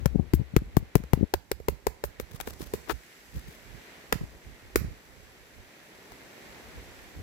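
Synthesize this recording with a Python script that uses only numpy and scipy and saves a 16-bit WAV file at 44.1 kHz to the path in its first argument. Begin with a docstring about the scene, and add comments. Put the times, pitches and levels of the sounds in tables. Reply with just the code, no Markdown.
"""A porch at night: fingers tap and shift on a hand-held phone, with light rain around it. At first the palm
cups the left microphone port, so the taps boom there; then they turn into dry knocks and fade. Finger pads bump
the air at the ports, and after each tap the hand settles with a low rumble. Skin scuffs over the case and
judders across the left port, two more sharp taps follow, and the rain is heard more faintly at first and more
fully later."""
import sys
import numpy as np
from scipy import signal
from scipy.fft import rfft, irfft, next_fast_len
from scipy.io import wavfile
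from scipy.ndimage import map_coordinates

SR = 44100
rng = np.random.default_rng(int(sys.argv[2]) if len(sys.argv) > 2 else 0)


def transcribe(u):
    """Save the signal u as a 16-bit wav file named by the first command-line argument.

    u: samples, shape (n,) or (channels, n), limited to [-1, 1]; the rate is SR.
    q: integer samples, one column per channel.
    """
    v = np.clip(np.atleast_2d(u).T, -1, 1)
    q = np.round(v * 32767).astype(np.int16)
    wavfile.write(sys.argv[1], SR, q)


N = 318402
T = np.arange(SR // 4) / SR  # seconds within one event


def amp(db):
    """Decibels to gain."""
    return 10 ** (np.asarray(db) / 20)


def unit(x):
    """Scale to rms 1."""
    return x / np.sqrt(np.mean(x ** 2) + 1e-20)


def blow(x, db, spread_s=0.03):
    """Scale a short sound so that its energy, spread over spread_s, has this level."""
    energy = np.sum(x ** 2, axis=-1, keepdims=True)
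    return amp(db) * x * np.sqrt(spread_s * SR / (energy + 1e-20))


def sides(pan_db):
    """Left and right gains for a left-minus-right level."""
    return amp([[pan_db / 2], [-pan_db / 2]])


def along(points, hz):
    """Interpolate (Hz, value) points on a log frequency axis."""
    points_hz, values = np.transpose(points)
    return np.interp(np.log(hz + 1), np.log(points_hz), values)


def curves(rows):
    """One value per sample for each column after the time."""
    times_s, *columns = np.transpose(rows)
    return [np.interp(np.arange(N) / SR, times_s, column) for column in columns]


def wobble(rate_hz):
    """A smooth random curve, rate_hz knots a second."""
    knots = rng.standard_normal(int(N * rate_hz / SR) + 4)
    return map_coordinates(knots, [np.arange(N) * rate_hz / SR])


def swell(peak_s, width_s):
    """A rounded rise and fall with soft skirts."""
    return 1 / (1 + ((np.arange(N) / SR - peak_s) / width_s) ** 2) ** 3


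def stroke(length_s):
    """The arched envelope of one slide."""
    return np.sqrt(np.abs(np.sin(np.pi * np.minimum(T / length_s, 1))))


def filtered(x, response):
    """Apply a gain that is a function of Hz."""
    n = x.shape[-1]
    size = next_fast_len(n + 8192)
    hz = np.fft.rfftfreq(size, 1 / SR)
    return irfft(rfft(x, size) * response(hz), size)[..., :n]


def coloured(x, spectrum, tilt_db=0, size=2048):
    """Minimum-phase colouring, tilted by tilt_db per octave above 1500 Hz."""
    hz = np.fft.rfftfreq(size, 1 / SR)
    octaves = np.log2(np.maximum(hz, 1500) / 1500)
    cepstrum = irfft(np.log(amp(along(spectrum, hz) + tilt_db * octaves)))
    cepstrum[1:size // 2] *= 2
    cepstrum[size // 2 + 1:] = 0
    kernel = irfft(np.exp(rfft(cepstrum)))
    return signal.fftconvolve(np.atleast_2d(x), kernel[None], axes=1)[:, :x.shape[-1]]


def ring(hz, t60_s, attack_s):
    """One damped mode."""
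    return np.sin(2 * np.pi * hz * T) * amp(-60 * T / t60_s) * (1 - np.exp(-T / attack_s))


def struck(modes, attack_s, base_hz=1):
    """Modes of alternating sign, their strengths and pitches varying from blow to blow."""
    gain_db, detune = rng.normal(0, [[3], [0.055]], (2, len(modes)))
    return sum((-1) ** k * amp(db + gain_db[k]) * ring(base_hz * pitch * np.exp(detune[k]), t60, attack_s)
               for k, (pitch, db, t60) in enumerate(modes))


def grit(shape, spread_db):
    """Noise made of grains of very unequal size."""
    return unit(rng.standard_normal(shape) * amp(spread_db * rng.standard_normal(shape)))


def add(track, start_s, sound):
    """Mix a sound in at a time."""
    i = max(round(start_s * SR), 0)
    track[..., i:i + sound.shape[-1]] += sound[..., :N - i]


# Each row: frequency in Hz, left-right correlation of the rain.
RAIN_LIKENESS = [(60, 0.2), (180, 0.99), (550, 0.52), (1500, 0.14), (5000, 0.23), (15000, 0.14)]

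def shower(spectrum, spread_db, lag_s=0):
    """Countless far drops, partly alike in both ports, reaching the right one lag_s later."""
    def mid_side_gains(hz):
        angle = np.arccos(np.clip(along(RAIN_LIKENESS, hz), 0, 1)) / 2
        return amp(along(spectrum, hz)) * [np.cos(angle), np.sin(angle)]
    mid, side = filtered(grit((2, N), spread_db), mid_side_gains)
    return unit(np.array([mid + side, np.roll(mid - side, round(lag_s * SR))]))


# Each row: frequency in Hz, relative density in dB.
PATTER_SPECTRUM = [(40, -17), (120, -1), (220, 1.5), (400, 3), (700, -1.5), (1200, -6), (1800, -29),
                   (4000, -81)]
HISS_SPECTRUM = [(700, -91), (1300, -4), (1900, 1), (2400, -2.5), (3000, -6.5), (4200, -9.5), (6000, -24),
                 (10000, -70)]
SPRAY_SPECTRUM = [(2500, -34), (4800, 0), (7800, -2), (8800, -8), (10500, -5.5), (12700, -4.5), (15500, -9),
                  (16500, -42)]
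# Each row: time in seconds, then patter, hiss and spray in dB before each layer's trim.
RAIN_LEVELS = [(0.0, -63, -61.5, -68), (0.24, -65.5, -64.5, -71.5), (1.22, -67, -62.5, -70.5),
               (1.37, -72, -69, -72), (2.17, -66.5, -63, -69.5), (2.59, -62.5, -61, -62),
               (3.04, -67.5, -60, -63), (3.96, -61, -57, -63), (4.38, -64, -61.5, -65.5),
               (5.57, -65.5, -61, -65.5), (6.56, -57.5, -55, -61), (7.22, -62, -58, -62.5)]

def rain(lag_s=0.00049):
    """Patter on the ground, hiss in the leaves and fine spray."""
    patter_db, hiss_db, spray_db = curves(RAIN_LEVELS)
    drift_db = 0.7 * wobble(7)
    patter = amp(patter_db + 6.5) * shower(PATTER_SPECTRUM, spread_db=5.5)
    hiss = amp(hiss_db + 3 + drift_db) * shower(HISS_SPECTRUM, spread_db=6, lag_s=lag_s)
    spray = amp(spray_db + 2.5) * shower(SPRAY_SPECTRUM, spread_db=5, lag_s=lag_s)
    return (patter + hiss + spray) * sides(pan_db=-0.72)


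TREMOR_DB, SETTLE_DB = [[-80], [-62]], [[-22], [-10.5]]  # left, right; settling is relative to the thump
# Each row: frequency in Hz, relative density in dB.
RUMBLE_SPECTRUM = [(15, -4), (30, -2), (60, 4), (90, -4), (150, -10.5), (300, -20.5), (600, -33),
                   (1500, -83)]
# Each row: peak time in seconds, width in seconds, left level in dB, right level in dB.
GRIP_SHIFTS = [(0.01, 0.053, -35, -64), (0.177, .1, -25.5, -49), (0.64, 0.1, -41.5, -41),
               (1.197, 0.024, -26, -46), (2.933, 0.046, -72, -40.5), (3.37, 0.038, -39.5, -39),
               (3.489, 0.036, -43, -42), (3.72, 0.12, -73, -44), (4.27, 0.1, -45, -49),
               (4.48, .06, -44, -43), (4.654, 0.083, -53, -52), (4.839, 0.096, -37, -31.5),
               (5.248, 0.18, -65, -53.5), (5.587, 0.046, -50, -47), (6.8, 0.29, -52, -52),
               (7.2, 0.046, -37.5, -38)]

def grip():
    """The hand rumbles on the case: it trembles at rest, settles after taps, drags at scuffs, shifts."""
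    effort = np.zeros((2, N)) + amp(TREMOR_DB)
    for start_s, thump_db, knock_db, *_ in TAPS:
        left_db, right_db = thump_levels(start_s, thump_db, knock_db)
        effort += amp([[left_db], [right_db]]) * amp(SETTLE_DB) * swell(start_s + 0.032, width_s=0.059)
    for start_s, length_s, db, _ in SCUFFS:
        effort += amp(db - 7.5) * sides(pan_db=-28) * swell(start_s + length_s, width_s=0.058)
    for peak_s, width_s, left_db, right_db in GRIP_SHIFTS:
        effort += amp([[left_db], [right_db]]) * swell(peak_s, width_s)
    rumble = unit(filtered(rng.standard_normal((2, N)), lambda hz: amp(along(RUMBLE_SPECTRUM, hz))))
    return effort * amp(3.6 * wobble(22)) * rumble


PALM_LIFTS_S = 1.3
SEAL_GAIN_DB, SEAL_CEILING_DB, OPEN_LEFT_DB = 19.5, -13.5, -35

def thump_levels(start_s, thump_db, knock_db):
    """Left and right dB: while the palm seals the left port, trapped air turns a knock into a boom."""
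    if start_s < PALM_LIFTS_S:
        return min(knock_db + SEAL_GAIN_DB, SEAL_CEILING_DB), thump_db
    return thump_db + OPEN_LEFT_DB, thump_db


# Low case modes at each port. Each row: frequency in Hz, relative level in dB, T60 in seconds.
LEFT_MODES = [(67.8, -16, 0.31), (131, 6, 0.028), (236, -17, 0.0076)]
RIGHT_MODES = [(67, -0.69, 0.13), (132, -0.58, 0.045), (223, 0.94, 0.03)]

def thump(modes):
    """The case rocks in the hand, a little differently each time."""
    out = np.zeros(len(T))
    for hz, db, t60_s in modes:
        gain = amp(db + rng.normal(0, 5.1))
        out += gain * ring(hz * np.exp(rng.normal(0, 0.066)), t60_s, attack_s=0.0012)
    return out


# Each row: frequency in Hz, relative density in dB.
CLICK_SPECTRUM = [(300, -16), (900, 1), (1400, 7), (2100, 2), (3200, -2.5), (4800, -3.5), (7000, -3.5),
                  (9500, -8), (13000, 0.5), (16000, -8.5)]

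def click(tilt_db):
    """The fingertip lands with a sharp edge and chatters, then bounces back more softly a few times."""
    strikes = amp(-60 * T / 0.02)
    for delay_s, db in zip(rng.uniform(0.004, 0.026, size=3), rng.normal(-23.5, 1.4, size=3)):
        strikes += (T > delay_s) * amp(db - 60 * np.abs(T - delay_s) / 0.009)
    chatter = grit((2, len(T)), spread_db=5) * strikes
    chatter[:, 0] -= 7  # the sharp edge
    return coloured(chatter, CLICK_SPECTRUM, tilt_db)


# Sliding skin. Each row: frequency in Hz, relative density in dB.
SKIN_SPECTRUM = [(250, 4), (500, -12), (1200, 6.5), (2000, -1), (3500, 2.5), (7000, -1), (9500, -4),
                 (13000, 2.5), (16000, -4)]

def skid(length_s=0.072, t60_s=0.043):
    """After landing, the fingertip skids with a bright sizzle, then sticks."""
    envelope = stroke(length_s) * amp(-60 * T / t60_s)
    return coloured(grit((2, len(T)), spread_db=3) * envelope, SKIN_SPECTRUM, tilt_db=5.5)


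# Each row: multiple of the knock's pitch, relative level in dB, T60 in seconds.
SHELL_MODES = [(.82, 4.5, 0.024), (1.12, 2.5, 0.027), (1.6, -3.5, 0.014)]
# Air in the hand's hollow; hard plastic. Each row: frequency in Hz, relative level in dB, T60 in seconds.
HOLLOW_MODES = [(754, 12, 0.0048), (1027, -4, 0.011)]
PLASTIC_MODES = [(1850, -1, .006), (2300, 0, .007), (4500, -3, .004), (5000, -2, .005)]

def tap(left_db, right_db, knock_db, knock_hz, hollow_db, click_db, pan_db, tilt_db, skid_db, lead_s):
    """A finger lands at lead_s: it rocks the case, rings shell, hollow and plastic, clicks and skids."""
    out = np.zeros((2, SR // 2))
    add(out[0], lead_s, blow(thump(LEFT_MODES), left_db))
    add(out[1], lead_s + 0.00046, blow(thump(RIGHT_MODES), right_db))
    knock = blow(struck(SHELL_MODES, attack_s=0.0018, base_hz=knock_hz), knock_db)
    hollow = blow(struck(HOLLOW_MODES, attack_s=0.0036), hollow_db)
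    edge = blow(click(tilt_db), click_db - 0.18)
    # a flatter, duller finger drives the hard plastic more
    clack = blow(struck(PLASTIC_MODES, attack_s=0.00051), click_db - 18.5 - tilt_db)
    body_pan, click_pan = sides(pan_db + 2.5), sides(pan_db)
    for port, lag_s in enumerate([0, 0.0004]):
        add(out[port], lead_s - 0.002 + lag_s, body_pan[port] * knock)  # the soft pad touches first
        add(out[port], lead_s + lag_s, body_pan[port] * hollow + click_pan[port] * (edge[port] + clack))
    add(out, lead_s + 0.0067, blow(skid(), skid_db) * click_pan)
    return out


# Each row: start in seconds, right thump in dB, knock in dB, knock pitch in Hz, hollow in dB, click in dB
# before trim, left minus right in dB, click tilt in dB per octave, skid in dB, echo send in dB.
TAPS = [ (0.0584, -45, -35, 500, -38.5, -36, 10, 0, -63, -23.5),
        (0.3359, -25.5, -23, 286, -45, -41, 10, -1, -44.5, -20),
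        (0.5647, -25, -24, 407, -33.5, -30.5, 4.5, -2, -54, -26.5),
        (0.7686, -30, -30, 396, -32, -37.5, 11, 0, -51, -27),
        (0.9545, -31, -28, 406, -32, -32.5, 11.5, 1.6, -57, -23.5),
        (1.0374, -42, -56.5, 484, -73, -61.5, -18, -1.5, -77, -24.5),
        (1.1339, -32, -31.5, 442, -32, -37, 9, -0.5, -54, -19.5),
        (1.339, -30, -26, 495, -27.5, -32, 6, -1, -58, -22.5),
        (1.516, -34, -30, 507, -49, -33.5, 1, 1, -63, -22.5),
        (1.6016, -40, -46.5, 450, -68, -65.5, -5, 0, -74, -22),
        (1.685, -25.5, -26.5, 503, -32.5, -36.5, 6.5, 0, -51, -17.5),
        (1.8686, -28, -27, 517, -31.5, -35.5, 5.5, 0.5, -60, -16),
        (2.0393, -35, -32, 504, -40.5, -39, 1.5, -1, -44.5, -15),
        (2.1991, -34, -38, 510, -49.5, -41.5, 2.5, -0.7, -51, -20),
        (2.402, -45, -49.5, 626, -62, -46, 12, -2, -59, -12),
        (2.475, -35, -43.5, 482, -49, -48.5, 12, -3, -53, -26),
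        (2.7373, -33, -31, 448, -39.5, -42.5, 2.5, 0.5, -52, -7.5),
        (4.1256, -29.5, -30, 540, -33.5, -26.5, 1, -2.1, -52, -15),
        (4.7583, -28, -24, 412, -40.5, -26.5, 1.5, 0.2, -38.5, -13.5),
        (6.12, -72, -63, 470, -58, -59, 9, -2.5, -72, -8), ]

def taps(lead_s=0.005):
    """Every tap with its own echo, which reaches the uncovered right port best."""
    out = np.zeros((2, N))
    for start_s, thump_db, knock_db, *touch, echo_db in TAPS:
        sound = tap(*thump_levels(start_s, thump_db, knock_db), knock_db, *touch, lead_s)
        add(out, start_s - lead_s, sound)
        add(out, start_s - lead_s, amp(echo_db) * sides(pan_db=-10.5) * porch_echo(sound))
    return out


# Each row: frequency in Hz, T60 in seconds.
PORCH_DECAY = [(200, 0.65), (2000, 0.39), (6000, 0.33), (14000, 0.21)]

def porch_echo(x, low_cut_hz=900):
    """Roof and walls answer after 10 ms, each frequency dying at its own speed."""
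    bands_hz, times_s, noise = signal.stft(rng.standard_normal((2, SR // 2)), SR, nperseg=256)
    decay = amp(-60 * times_s / along(PORCH_DECAY, bands_hz)[:, None])
    _, tail = signal.istft(noise * decay, SR, nperseg=256)
    airborne = filtered(x.mean(0), lambda hz: hz ** 2 / (hz ** 2 + low_cut_hz ** 2))
    delayed = np.pad(airborne, (SR // 100, 0))
    return signal.fftconvolve(delayed[None], tail / np.linalg.norm(tail[0]), axes=1)


SEALED_CYCLES, OPEN_CYCLES = 0.24, 0.45  # decay of a swing under the palm and in open air
# Each row: frequency in Hz, relative density in dB.
BRUSH_SPECTRUM = [(100, -4.5), (280, 6), (480, -3.5), (800, -10), (1200, -34), (4000, -70)]
# Each row: time in seconds, left level in dB, right level in dB, pitch in Hz.
PAD_BUMPS = [(0.148, -30, -48, 193), (0.157, -18, -50, 169), (0.196, -19, -63, 152), (0.397, -23, -56, 106),
             (0.414, -27, -47, 111), (0.539, -31, -63, 144), (0.619, -33, -41, 141),
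             (0.826, -34.5, -43, 117), (0.962, -22.5, -42, 230), (1.002, -36, -53, 148),
             (1.175, -30, -51, 205), (1.21, -24.5, -46, 198), (1.229, -18.5, -51, 182),
             (1.238, -26.5, -55, 198), (2.345, -68, -37.5, 128), (2.532, -59, -51, 138),
             (2.606, -47, -37, 327), (2.625, -70, -39, 144), (2.748, -65, -43, 201), (3.352, -47, -49, 157),
             (3.485, -48, -46.5, 138), (3.744, -59, -50, 130), (4.13, -39, -30.5, 191),
             (4.156, -45, -30.5, 146), (4.213, -32.5, -35, 147), (4.236, -36.5, -35, 142),
             (4.816, -50, -34, 157), (4.846, -35.5, -33, 138), (4.882, -49, -40, 94),
             (7.164, -54, -45.5, 152)]

def bumps(lead_s=0.02):
    """A soft pad pushes the air at the ports: a rounded swing, a brush of skin, then the case sways."""
    out = np.zeros((2, N))
    sway = ring(68, t60_s=0.063, attack_s=0.0046)
    for time_s, left_db, right_db, hz in PAD_BUMPS:
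        cycles = (T - lead_s) * hz
        decay_cycles = SEALED_CYCLES if time_s < PALM_LIFTS_S else OPEN_CYCLES
        envelope = np.exp(-np.hypot(cycles, 0.1) / decay_cycles)
        for port, db in enumerate([left_db, right_db]):
            swing = np.cos(2 * np.pi * cycles + rng.uniform(0, 2 * np.pi)) * envelope
            brush = coloured(grit(len(T), spread_db=2.5) * np.exp(-np.abs(cycles)), BRUSH_SPECTRUM)[0]
            add(out[port], time_s + 0.00157 - lead_s, blow(swing, db) + blow(brush, db - 15.5))
            add(out[port], time_s, blow(sway, db - 10))
    return out


# Each row: start in seconds, length in seconds, relative level in dB, left minus right in dB.
SCUFFS = [(2.312, 0.0079, -53.5, 4), (2.332, 0.039, -52.5, 2), (2.406, 0.0094, -47.5, 15.5),
          (2.456, 0.061, -50.5, -1), (2.532, 0.0078, -50, -1), (2.592, 0.055, -49.5, 2.5),
          (2.659, 0.02, -56, -1), (2.73, 0.029, -53.5, 11), (2.886, 0.044, -47.5, 15),
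          (3.33, 0.089, -60.5, 5), (3.458, 0.11, -67.5, 16)]

def scuffs():
    """Dry skin catches and lets go in small clumps as it slides; the same clumps shake the shell."""
    out = np.zeros((2, N))
    shell = ring(456, t60_s=0.016, attack_s=0.00036)
    for start_s, length_s, db, pan_db in SCUFFS:
        clumps = amp(4.9 * np.clip(wobble(290)[:len(T)], -2, 2))
        rasp = unit(coloured(grit((2, len(T)), spread_db=3) * clumps, SKIN_SPECTRUM))
        body = unit(signal.fftconvolve(grit(len(T), spread_db=7.5) * clumps, shell)[:len(T)])
        add(out, start_s, amp(db + 5.5) * sides(pan_db) * stroke(length_s) * (rasp + amp(-6) * body))
    return out


# Each row: time in seconds, level in dB (the first row's counts as silence), slips per second.
JUDDER_STROKE = [(2.870, -66, 250), (2.875, -44, 250), (2.891, -42, 280), (2.897, -16, 330),
                 (2.904, -24, 370), (2.913, -27, 400), (2.922, -36, 420), (2.935, -66, 420)]

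def judder():
    """A finger sticks and slips across the left port at an uneven, rising rate."""
    db, rate_hz = curves(JUDDER_STROKE)
    uneven_hz = rate_hz * np.exp(0.18 * wobble(200))
    slips = np.diff(np.floor(np.cumsum(uneven_hz) / SR), prepend=0)
    envelope = np.maximum(amp(db) - amp(db[0]), 0)
    return creak(slips) * envelope * amp([[0], [-26]])


# Each row: frequency in Hz, relative density in dB.
SLIP_SPECTRUM = [(150, -42), (330, 4.5), (600, -6), (900, -3), (1200, -3), (1450, -2), (1800, -8),
                 (2600, -17), (4500, -20.5), (8000, -38), (16000, -31)]

def creak(slips):
    """Slip pulses mixed with coarse grit make a rough creak."""
    return unit(coloured(unit(slips) + 0.89 * grit(N, spread_db=10.5), SLIP_SPECTRUM))


def scene():
    """Handling close to the ports, rain far behind."""
    return taps() + bumps() + scuffs() + judder() + grip() + rain()


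LOW_CUT_HZ, TOP_HZ = 39, 16100

def record(dry):
    """The input drops the deepest bass, the hardest taps overload it softly, and the top is cut."""
    lean = signal.sosfilt(signal.butter(3, LOW_CUT_HZ, "highpass", fs=SR, output="sos"), dry)
    clipped = lean / (1 + np.abs(lean) ** 6) ** (1 / 6)
    return filtered(clipped, lambda hz: 1 / np.sqrt(1 + (hz / TOP_HZ) ** 120))


dry = scene()
out = record(dry)
transcribe(out)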